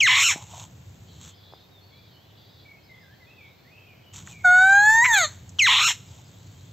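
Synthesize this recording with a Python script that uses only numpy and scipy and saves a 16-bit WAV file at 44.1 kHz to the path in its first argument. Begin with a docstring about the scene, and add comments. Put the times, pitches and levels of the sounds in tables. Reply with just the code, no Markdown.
"""A leafy tree with parakeets: a harsh screech, a long nasal whine that rises, cracks and falls, a second screech.
Each screech is a harmonic down-sweep that breaks into a rasp by phase and amplitude modulation, as the syrinx flutters.
The whine sums a strong second harmonic, filtered overtones and a thin whistle of sum tones.
Feathers (grainy filtered noise) rustle and beaks (decaying noise bands) tick around the calls.
Small birds (gliding sines) sing far off over a low rumble of coloured noise."""
import sys
import numpy as np
from scipy import signal
from scipy.fft import rfft, irfft, next_fast_len
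from scipy.io import wavfile
from scipy.ndimage import uniform_filter1d

SR = 44100
rng = np.random.default_rng(int(sys.argv[2]) if len(sys.argv) > 2 else 0)


def dump_mix(stems):
    """Bounce the given channels to the path in sys.argv[1] as a 16-bit WAV at rate SR."""
    frames = np.atleast_2d(stems).T  # one column per channel
    limited = np.clip(frames, -1, 1)  # hard clip at full scale
    pcm = np.round(limited * 32767).astype(np.int16)
    wavfile.write(sys.argv[1], SR, pcm)


N = 296352
TIME = np.arange(N) / SR
TOP_HZ = 15700  # upper limit of the harmonics and of the whole sound

# the voice cracks at the top of the whine: (time [s], length [s], pitch [Hz], level [dB])
CRACK = (5.055, .022, 2200, -16)
# resonances of the throat in a screech: (frequency [Hz], gain [dB])
SCREECH_THROAT = [(500, -19.5), (900, -5.5), (1400, -5), (2100, -3), (3200, -2), (4100, -1.5),
                  (4600, -18.5), (5000, -21.5), (5400, -3), (6100, -14.5), (6550, -4.5), (7600, -5),
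                  (8600, -22), (15000, -27)]
# stretches of higher rumble and soft hiss: (start [s], end [s], rumble lift [dB], hiss level [dB])
SWELLS = [(-.1, 1.304, 9, -64), (4.127, 6.8, 9, -61.5)]


def undb(db):
    """Amplitude ratio: decibels to gain."""
    return 10 ** (np.asarray(db) / 20)


def unit(x):
    """Normalisation: scale to rms 1."""
    return x / np.sqrt(np.mean(x ** 2) + 1e-18)


def steady(x, seconds):
    """Envelope division: hold the running rms at 1, leaving faster flutter in."""
    window = max(int(seconds * SR), 8)
    power = np.abs(uniform_filter1d(x ** 2, window))
    return x / np.sqrt(power + 1e-12)


def shape(x, gain):
    """Spectral multiplication: filter by a gain that is a function of frequency."""
    n = next_fast_len(x.shape[-1] + 4096)
    hz = np.maximum(np.arange(n // 2 + 1) * SR / n, 1)
    return irfft(rfft(x, n) * gain(hz), n)[..., :x.shape[-1]]


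def colour(x, points):
    """Spectral envelope: filter by (frequency [Hz], gain [dB]) points on a log-frequency axis."""
    hz, db = np.transpose(points)
    return shape(x, lambda f: undb(np.interp(np.log(f), np.log(hz), db)))


def resonance(x, hz, width):
    """Simple resonator: two-pole band-pass, gain 1 at the centre."""
    b, a = signal.iirpeak(min(hz, .45 * SR), hz / width, fs=SR)
    return signal.lfilter(b, a, x)


def wobble(n, hz):
    """Random modulation: low-passed noise up to about hz, rms 1."""
    return unit(shape(rng.standard_normal(n), lambda f: 1 / (1 + (f / hz) ** 4)))


def step(t, at, seconds):
    """Sigmoid transition: smooth rise from 0 to 1 around a moment."""
    return (1 + np.tanh((t - at) / seconds)) / 2


def gate(t, start, end, rise, fall):
    """Amplitude envelope: smooth opening at start and closing at end."""
    return (1 + np.tanh((t - start) / rise)) * (1 + np.tanh((end - t) / fall)) / 4


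def registers(x):
    """Band splitting: part a voice at the throat's notch into its body and its shrill edge."""
    body = shape(x, lambda f: 1 / (1 + (f / 4850) ** 40))
    return body, x - body


def span(start, end):
    """Sampled time: clock times from start to end."""
    return TIME[max(int(start * SR), 0):int(end * SR)]


def add(out, t, x):
    """Superposition: mix x into out at its clock times."""
    i = int(round(t[0] * SR))
    out[i:i + len(x)] += x


def background(rumble_hz=230, side_db=-14):
    """Coloured noise: outdoor air with a restless rumble, widened by noise of opposite sign in the two channels."""
    # spectrum of the background: (frequency [Hz], relative level [dB])
    air_spectrum = [(15, -51.5), (25, -31.5), (73, -2.5), (113, -0.5), (221, -12), (741, -16), (1240, -23),
                    (4500, -27), (7500, -36), (8350, -38.5), (9050, -63.5), (10900, -70.5), (11800, -46.5),
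                    (13200, -29.5), (15500, -29.5)]
    # low drones in the rumble: (centre [Hz], width [Hz], level [dB])
    drones = [(95.8, 18, -60.5), (127.4, 25, -66.5), (166.4, 41, -67.5)]
    air_db = -55.5
    air, side = (unit(colour(rng.standard_normal(N), air_spectrum)) * undb(air_db) for _ in range(2))
    low = shape(air, lambda f: 1 / (1 + (f / rumble_hz) ** 4))
    drone = np.zeros(N)
    for hz, width, db in drones:
        narrow = resonance(resonance(rng.standard_normal(N), hz, width), hz, width)
        drone += undb(db) * unit(narrow)
    lift = sum(db * gate(TIME, start, end, 0.007, .01) for start, end, db, _ in SWELLS)
    swell = undb(lift + 0.33 * wobble(N, 4.4))
    rumble = (colour(low, [(35, -7), (70, -2.5), (250, 1.5)]) + drone) * swell
    side = undb(side_db) * colour(side, [(40, 6), (100, 0.5), (200, 3), (330, 14), (700, 9.5),
                                         (3000, 13.5), (8000, 9), (13000, 10)])
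    return air - low + rumble + np.array([[1], [-1]]) * side


def feathers(grain_db=3):
    """Stick-slip friction: barbs slide in tiny uneven bursts, with a duller scrape. Apart from this, a soft
    hiss rises in two stretches."""
    # spectrum of the rustle, bright from 1 to 8 kHz, almost empty near 10 kHz:
    #   (frequency [Hz], relative level [dB])
    rustle_spectrum = [(530, -49.5), (900, -10), (1490, -11.5), (1700, -14.5), (1780, -15), (3650, -6),
                       (4960, -21.5), (5390, -13.5), (6580, -4), (7760, -4.5), (8630, -28.5), (8940, -50.5),
                       (10500, -80.5), (11400, -26.5), (15000, -28)]
    # rustles: (time [s], length [s], attack [s], level [dB], dull scrape level [dB])
    rustles = [(0.341, 0.091, 0.0037, -50, -48), (0.516, 0.13, 0.064, -44.5, -50),
               (1.228, .08, 0.052, -48.5, -74.5), (4.135, 0.079, 0.0028, -47, -80),
               (4.272, 0.057, 0.022, -48.5, -64), (5.272, 0.074, 0.0045, -55, -63),
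               (6.078, 0.14, 0.028, -62, -66)]
    hiss_ramp_s, release_s = .004, 0.024
    scrape_hz, scrape_width_hz = 850, 450
    grains = rng.standard_normal(N) * undb(grain_db * wobble(N, 300))
    bright = unit(colour(grains, rustle_spectrum))
    dull = unit(resonance(resonance(grains, scrape_hz, scrape_width_hz), scrape_hz, scrape_width_hz))
    out = np.zeros(N)
    for start, end, _, db in SWELLS:
        out += bright * undb(db) * gate(TIME, start, end, hiss_ramp_s, hiss_ramp_s)
    for start, length, attack, db, scrape_db in rustles:
        envelope = gate(TIME, start, start + length, attack, release_s)
        out += envelope * (undb(db) * bright + undb(scrape_db) * dull)
    return out


def screech_gesture(u, length, breaks, shrill, level_db, open_hz, opening, rest_hz=2250):
    """Articulation: pitch, body and treble levels, roughness and beak resonance, u seconds into a screech."""
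    # swoop down to a shelf, break into a low rasp, lift to a crest, droop while closing
    swoop_hz, shelf_hz, rasp_hz, crest_hz, droop_hz = 3200, 1990, 1018.5, 1359, 200.5
    swoop_share, break_s = .21, .01  # swoop time as a share of the clean part; time the break takes
    crest_s, crest_rise_s, crest_fall_s, close_s = .268, .07, 0.031, 0.051
    accent_db, accent_s, accent_edge_db = 5.5, .007, 4.5  # opening accent; its extra treble
    surge_db, sag_db_per_s, close_db = 2.5, 25.5, -15
    rough_clean, rough_rasp, rough_crest, tear_s = .16, .88, .38, .02
    edge_db, shrill_db, shrill_s = -16.5, 13.5, .035  # treble against the body; its late rise
    flare_hz, flare_width_hz, flare_db, flare_body_db = 6440, 190, 13.5, 1.5

    u = np.maximum(u, 0)
    broken = step(u, breaks, break_s)
    since = np.maximum(u - breaks, 0)
    crest = np.exp(-((u - crest_s) / np.where(u < crest_s, crest_rise_s, crest_fall_s)) ** 2)
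    closing = np.clip(1 + (u - length) / close_s, 0, 1)
    high = shelf_hz + (swoop_hz - shelf_hz) * np.exp(-u / (swoop_share * breaks))
    low = rasp_hz + (crest_hz - rasp_hz) * crest - droop_hz * closing
    hz = high + (low - high) * broken
    # the rasp grows after the break and partly clears on the crest
    rough = rough_clean + (rough_rasp - rough_clean) * step(u, breaks + tear_s, tear_s)
    rough -= (rough_rasp - rough_crest) * crest ** 10
    accent = np.exp(-u / accent_s)
    db = level_db + accent_db * accent + surge_db * broken - sag_db_per_s * since + close_db * closing ** 2
    # the call flares as its third harmonic crosses a resonance
    crossing = np.exp(-((3 * hz - flare_hz) / flare_width_hz) ** 2)
    treble_db = db + edge_db + shrill_db * step(u, shrill, shrill_s)
    treble_db += flare_db * crossing + accent_edge_db * accent
    beak_hz = rest_hz + (open_hz - rest_hz) * np.minimum(since / opening, 1) * (1 - closing)
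    return hz, db + flare_body_db * crossing, treble_db, np.clip(rough, 0, 1), beak_hz


def screech(start, length, breaks, shrill, level_db, open_hz, opening, beak_db, beak_width_hz, first_db,
            flutter_hz=200, throb=0.12, breath_db=-23, slope_db=-3, clean_db=-6):
    """Source and filter: a harmonic sweep whose flutter in phase and strength smears the upper harmonics."""
    # modulation at full roughness: (phase swing [rad], pitch stagger [share of pitch])
    swing, stagger = (1.25, .055)
    # narrow rings set off by a screech: (centre [Hz], width [Hz], gain [dB])
    rings = [(6270, 110, -1), (12576, 12, 9)]
    t = span(start - .02, start + length + 0.035)
    n = len(t)
    hz, db, edge_db, rough, beak_hz = screech_gesture(
        t - start, length, breaks, shrill, level_db, open_hz, opening)
    swooping = 1 - step(t, start + breaks, .01)
    # the syrinx flaps at an uneven rate far below its pitch, and the pitch itself staggers
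    flap = 2 * np.pi * np.cumsum(flutter_hz * (1 + .25 * wobble(n, 50))) / SR
    phase = 2 * np.pi * np.cumsum(hz * (1 + stagger * rough * wobble(n, 60))) / SR
    phase += swing * rough * (.6 * np.sin(flap) + .3 * wobble(n, 260))
    voice = np.zeros(n)
    for k in np.arange(1, 15):
        lift = beak_db / (1 + ((k * hz - beak_hz) / beak_width_hz) ** 2)
        # the opening swoop holds little above the second harmonic; rough stretches lose some fundamental
        tilt = slope_db * np.log2(k) + clean_db * swooping * np.clip(k - 2, 0, 2)
        tilt += (k == 1) * first_db * rough
        # each harmonic tears in its own way
        torn = .5 * rough * (wobble(n, 110) * np.sin(k * phase) + wobble(n, 110) * np.cos(k * phase))
        voice += (k * hz < TOP_HZ) * undb(lift + tilt) * (np.sin(k * phase) + torn)
    voice += undb(breath_db) * (0.13 + rough) * 6 * rng.standard_normal(n)
    voice *= np.exp(throb * rough * np.cos(flap))
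    body, edge = registers(colour(voice, SCREECH_THROAT))
    call = steady(body, .008) * undb(db) + steady(edge, .01) * undb(edge_db)
    call *= gate(t, start, start + length, 0.0018, .005)
    ringing = sum(undb(ring_db) * resonance(call, f, width) for f, width, ring_db in rings)
    return t, call + ringing


def grove(x, t60, gap=.006):
    """Multiple scattering: leaves and trunks return a dense tail that dies away exponentially over t60 [s]."""
    t = span(0, 1.2)
    tail = rng.standard_normal(len(t)) * undb(-60 * t / t60) * (t > gap)
    return signal.fftconvolve(x, tail / np.sqrt(np.sum(tail ** 2)))[:N]


def ticks():
    """Impact: each knock is an exponentially decaying noise burst confined to one band."""
    # beak ticks and taps on the perch: (time [s], peak level [dB], centre [Hz], width [Hz], t60 [s])
    knocks = [(.359, -27, 486, 690, 0.011), (.535, -37, 870, 401.7, 0.041), (.577, -41, 785, 500, 0.035),
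              (.614, -44, 776, 500, 0.029), (1.524, -43.5, 702, 590, 0.01), (1.536, -34, 626, 690, 0.0044),
              (4.167, -34, 5900, 3000, 0.02), (4.273, -36, 7100, 1210, 0.013),
              (4.274, -34.5, 1540, 1000, .01), (5.492, -37.5, 6730, 2510, 0.037),
              (5.587, -23.5, 2530, 3505, 0.0058)]
    out = np.zeros(N)
    for start, db, hz, width, t60 in knocks:
        t = span(start, start + .1)
        push = rng.standard_normal(len(t)) * undb(-60 * (t - t[0]) / t60)
        edges = np.clip([hz - width / 2, hz + width / 2], 80, .45 * SR)
        band = signal.butter(3, edges, "bandpass", fs=SR, output="sos")
        knock = signal.sosfilt(band, push)
        add(out, t, undb(db) * knock / np.abs(knock).max())
    return out


def twitter(spread=0.2, glide=0.25, chirp_s=.055, quaver=.025, count=32):
    """Superposed frequency glides: short quavering chirps from birds deeper in the trees merge into chatter."""
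    # bouts: (time [s], length [s], centre pitch [Hz], rms level [dB])
    bouts = [(1.029, 0.33, 3700, -61), (1.327, 0.31, 3904, -59.5), (1.803, .35, 3840, -63),
             (2.201, .22, 3306, -65), (2.33, .33, 3990, -61), (2.749, 0.96, 3650, -66.5),
             (3.699, 0.37, 2662, -65.5), (6.049, 0.68, 3800, -67)]
    out = np.zeros(N)
    for start, length, centre_hz, db in bouts:
        bout = np.zeros(N)
        shake = 1 + quaver * wobble(int(SR), 150)
        for i, (late, pitch, bend, size) in enumerate(rng.uniform(-0.92, 1, (count, 4))):
            at = start + (i + late / 2) / count * (length - chirp_s)
            t = span(at, at + chirp_s)
            bending = glide * bend * np.linspace(-.5, .5, len(t))
            hz = centre_hz * np.exp(spread * pitch + bending) * shake[(t % 1 * SR).astype(int)]
            chirp = np.hanning(len(t)) * np.sin(2 * np.pi * np.cumsum(hz) / SR)
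            add(bout, t, np.exp(size / 2) * chirp)
        out += undb(db) * bout / np.sqrt(np.sum(bout ** 2) / (length * SR))
    return out


def songbird(quaver=.017):
    """Frequency modulation: whistled notes bend through three pitches on a parabola."""
    # song notes: (time [s], length [s], start [Hz], middle [Hz], end [Hz], level [dB])
    song_notes = [(1.466, .09, 3480, 3390, 3480, -60), (1.709, 0.12, 3770, 3600, 3350, -58),
                  (1.807, .073, 4200, 4440, 4420, -59), (1.908, 0.12, 2200, 2320, 2425, -60.5),
                  (1.929, 0.066, 4200, 3980, 3950, -60), (2.131, 0.11, 2930, 3074, 3440, -60.5),
                  (2.559, 0.095, 3850, 4040, 4100, -59), (2.649, 0.12, 2353, 2228, 2160, -51),
                  (2.766, .039, 2450, 2550, 2500, -61), (2.891, 0.11, 2140, 2064, 2044, -50.5),
                  (3.001, .09, 1955, 1646, 1530, -59), (3.077, 0.082, 1540, 1707, 1845, -56.5),
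                  (3.203, 0.056, 2210, 1994, 1990, -52), (3.267, 0.096, 2410, 2620, 2700, -56),
                  (3.367, 0.14, 2635, 2275, 2300, -52), (3.645, 0.08, 1755, 2060, 2410, -59),
                  (3.706, 0.17, 2437, 2595, 2457, -55), (3.86, 0.11, 2500, 2398, 2070, -55.5),
                  (4.059, 0.085, 2930, 3010, 2970, -55.5), (4.305, 0.16, 2560, 2240, 2200, -50)]
    # another far bird's thin two-note call: (time [s], level [dB])
    pips = [(1.34, -63.5), (2.83, -62), (6.07, -65.5)]
    pip_hz, pip_arch_hz, pip_s, pip_gap_s = 4870, 221, 0.048, 0.17
    pip_notes = [(at + k * pip_gap_s, pip_s, pip_hz, pip_hz + pip_arch_hz, pip_hz, db)
                 for at, db in pips for k in range(2)]
    out = np.zeros(N)
    for start, length, *pitches, db in song_notes + pip_notes:
        t = span(start, start + length)
        u = np.linspace(0, 1, len(t))
        bend = np.polyval(np.polyfit([0, .5, 1], pitches, 2), u)
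        hz = bend * (1 + quaver * wobble(len(t), 110))
        swell = 2.18 * u ** 0.4 * (1 - u) ** .7 * undb(db + 2.0 * wobble(len(t), 50))
        add(out, t, swell * np.sin(2 * np.pi * np.cumsum(hz) / SR))
    return out


def whine_gesture(t):
    """Vocal tension: strain grows with the pitch; after the crack the voice falters, then falls hoarsely."""
    # pitch contour: (time [s], fundamental [Hz])
    pitch_contour = [(4.45, 742), (4.474, 719.2), (4.582, 737.3), (4.8, 816.3), (5.012, 933), (5.064, 1046),
                     (5.102, 928), (5.13, 896), (5.255, 593.7)]
    # levels at the start: fundamental, second harmonic, overtones, treble
    first_start_db, second_start_db, over_start_db, edge_start_db = -23, -13.5, -33, -41.5
    # their change as the pitch climbs
    strain_second_db, strain_over_db, strain_edge_db = -4.5, -9, 13.5
    # their change as the fall turns hoarse, and the fade of the second harmonic after it
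    hoarse_s, hoarse_first_db, hoarse_over_db, hoarse_edge_db = 5.128, -4.5, 19.5, 1
    fade_db_per_s = 110
    falter_s, falter_length_s, falter_db = 5.078, 0.023, -5
    rough_clean, rough_cracked = .013, .075

    hz = np.interp(t, *np.transpose(pitch_contour))
    strain = np.maximum.accumulate(np.clip((hz - hz[0]) / (hz.max() - hz[0]), 0, 1))
    press = np.sin(strain * np.pi / 2)
    hoarse = step(t, hoarse_s, .012)
    falter = falter_db * np.exp(-((t - falter_s) / falter_length_s) ** 2)
    fade = fade_db_per_s * np.maximum(t - hoarse_s - .03, 0)
    first_db = first_start_db + hoarse_first_db * hoarse + falter - fade / 2
    second_db = second_start_db + strain_second_db * strain + falter - fade
    over_db = over_start_db + strain_over_db * press + hoarse_over_db * hoarse - fade / 5
    edge_db = edge_start_db + strain_edge_db * press + hoarse_edge_db * hoarse + falter
    rough = rough_clean + (rough_cracked - rough_clean) * step(t, CRACK[0], .02)
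    return hz, first_db, second_db, over_db, edge_db, rough


def whine(start=4.447, end=5.259, breath_db=-13, half_db=-24, shimmer_db=0.6, whistle_hz=5530, whistle_db=-5):
    """Additive synthesis: a strong second harmonic, nasal overtones, faint half-harmonics and a thin whistle."""
    # resonances of the throat in the whine: (frequency [Hz], gain [dB])
    whine_throat = [(600, -37.5), (1500, -11), (2200, 4.5), (2700, -12), (3100, -14.5), (3700, -3),
                    (4300, -4), (4950, -26), (5600, -20.5), (6200, -12.5), (6500, 2.5), (6900, -10.5),
                    (7600, -13), (8300, -28), (15000, -30)]
    t = span(4.4, 5.32)
    n = len(t)
    hz, first_db, second_db, over_db, edge_db, rough = whine_gesture(t)
    smooth_hz = uniform_filter1d(hz, size=700)  # rounds the corners of the contour
    phase = 2 * np.pi * np.cumsum(smooth_hz) / SR + rough * wobble(n, 430)
    low = np.sqrt(2) * (undb(first_db) * np.sin(phase) + undb(second_db) * np.sin(2 * phase))
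    low += undb(second_db - 34) * np.sin(1.5 * phase + .6 * wobble(n, 60))
    upper = np.zeros(n)
    for k in np.arange(3, 20):
        strength = (k * hz < TOP_HZ) * undb((3 + 25 * rough) * wobble(n, 14))
        upper += strength * (np.sin(k * phase) + undb(half_db) * np.sin((k - .5) * phase))
    hiss = undb(breath_db) * (0.4 + 16 * rough) * rng.standard_normal(n)
    body, edge = registers(colour(upper + hiss, whine_throat))
    # a second, high vibration is modulated by the voice; only its sum tones sound, weakened above 7.7 kHz
    carrier = 2 * np.pi * whistle_hz * t + 0.28 * wobble(n, 100)
    sum_tones = np.sin(carrier + 2 * phase) + np.sin(carrier + 3 * phase)
    edge = edge + undb(whistle_db) * colour(sum_tones, [(7700, 0), (8100, -25)])
    call = low + steady(body, 0.026) * undb(over_db)
    call += steady(edge, 0.018) * undb(edge_db + 0.99 * wobble(n, 50))
    call *= undb(shimmer_db * wobble(n, 51)) * gate(t, start, end, 0.0033, 0.0093)
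    # for an instant the vibration turns chaotic
    at, length, crack_hz, crack_db = CRACK
    broken = gate(t, at - length / 2, at + length / 2, .003, .003)
    rasp = np.sin(2 * np.pi * crack_hz * t + 1.1 * wobble(n, 330)) * np.exp(.3 * wobble(n, 700))
    rasp += .14 * unit(colour(rng.standard_normal(n), SCREECH_THROAT))
    return t, call * (1 - broken / 2) + undb(crack_db) * broken * unit(rasp)


def scene():
    """Direct-to-scattered ratio: near parakeets carry a little scatter, far birds much more."""
    # screeches: (start [s], length [s], breaks after [s], turns shrill after [s], base level [dB],
    #   open-beak resonance [Hz], time to open [s], beak lift [dB], beak width [Hz],
    #   change of the fundamental at full roughness [dB])
    screeches = [(.005, .34, .068, .175, -18, 2600, .15, 11, 560, -8),
                 (5.592, 0.34, .077, 0.23, -18, 3200, .05, 10, 280, -5.5)]
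    calls = np.zeros(N)
    for row in screeches:
        add(calls, *screech(*row))
    add(calls, *whine())
    # the small leaves throw back mostly the treble
    scattered = colour(calls, [(700, -8.0), (1500, -5.5), (3000, -2.0), (7000, 1.0)])
    near = calls + undb(-10) * grove(scattered, t60=.16) + undb(-24.5) * grove(scattered, t60=.6)
    song = songbird()
    far = undb(-.5) * song + undb(-4.5) * grove(song, t60=.7) + grove(twitter(), t60=.45)
    return near + far + feathers() + ticks() + background()


def record(dry):
    """Saturation and band-limiting: peaks are rounded, the treble is thin between 9 and 11 kHz, the top is cut."""
    # overall tone colour: (frequency [Hz], gain [dB])
    tone_colour = [(20, -0.5), (7800, 0.5), (8500, -3.5), (9000, -17.5), (11200, -20), (11900, 5),
                   (16000, -8)]
    rounded = dry / (1 + (dry / .52) ** 10) ** (1 / 10)
    steep_cut = signal.ellip(10, .2, 70, TOP_HZ, fs=SR, output="sos")
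    return signal.sosfilt(steep_cut, colour(rounded, tone_colour))


dry = scene()
out = record(dry)
dump_mix(out)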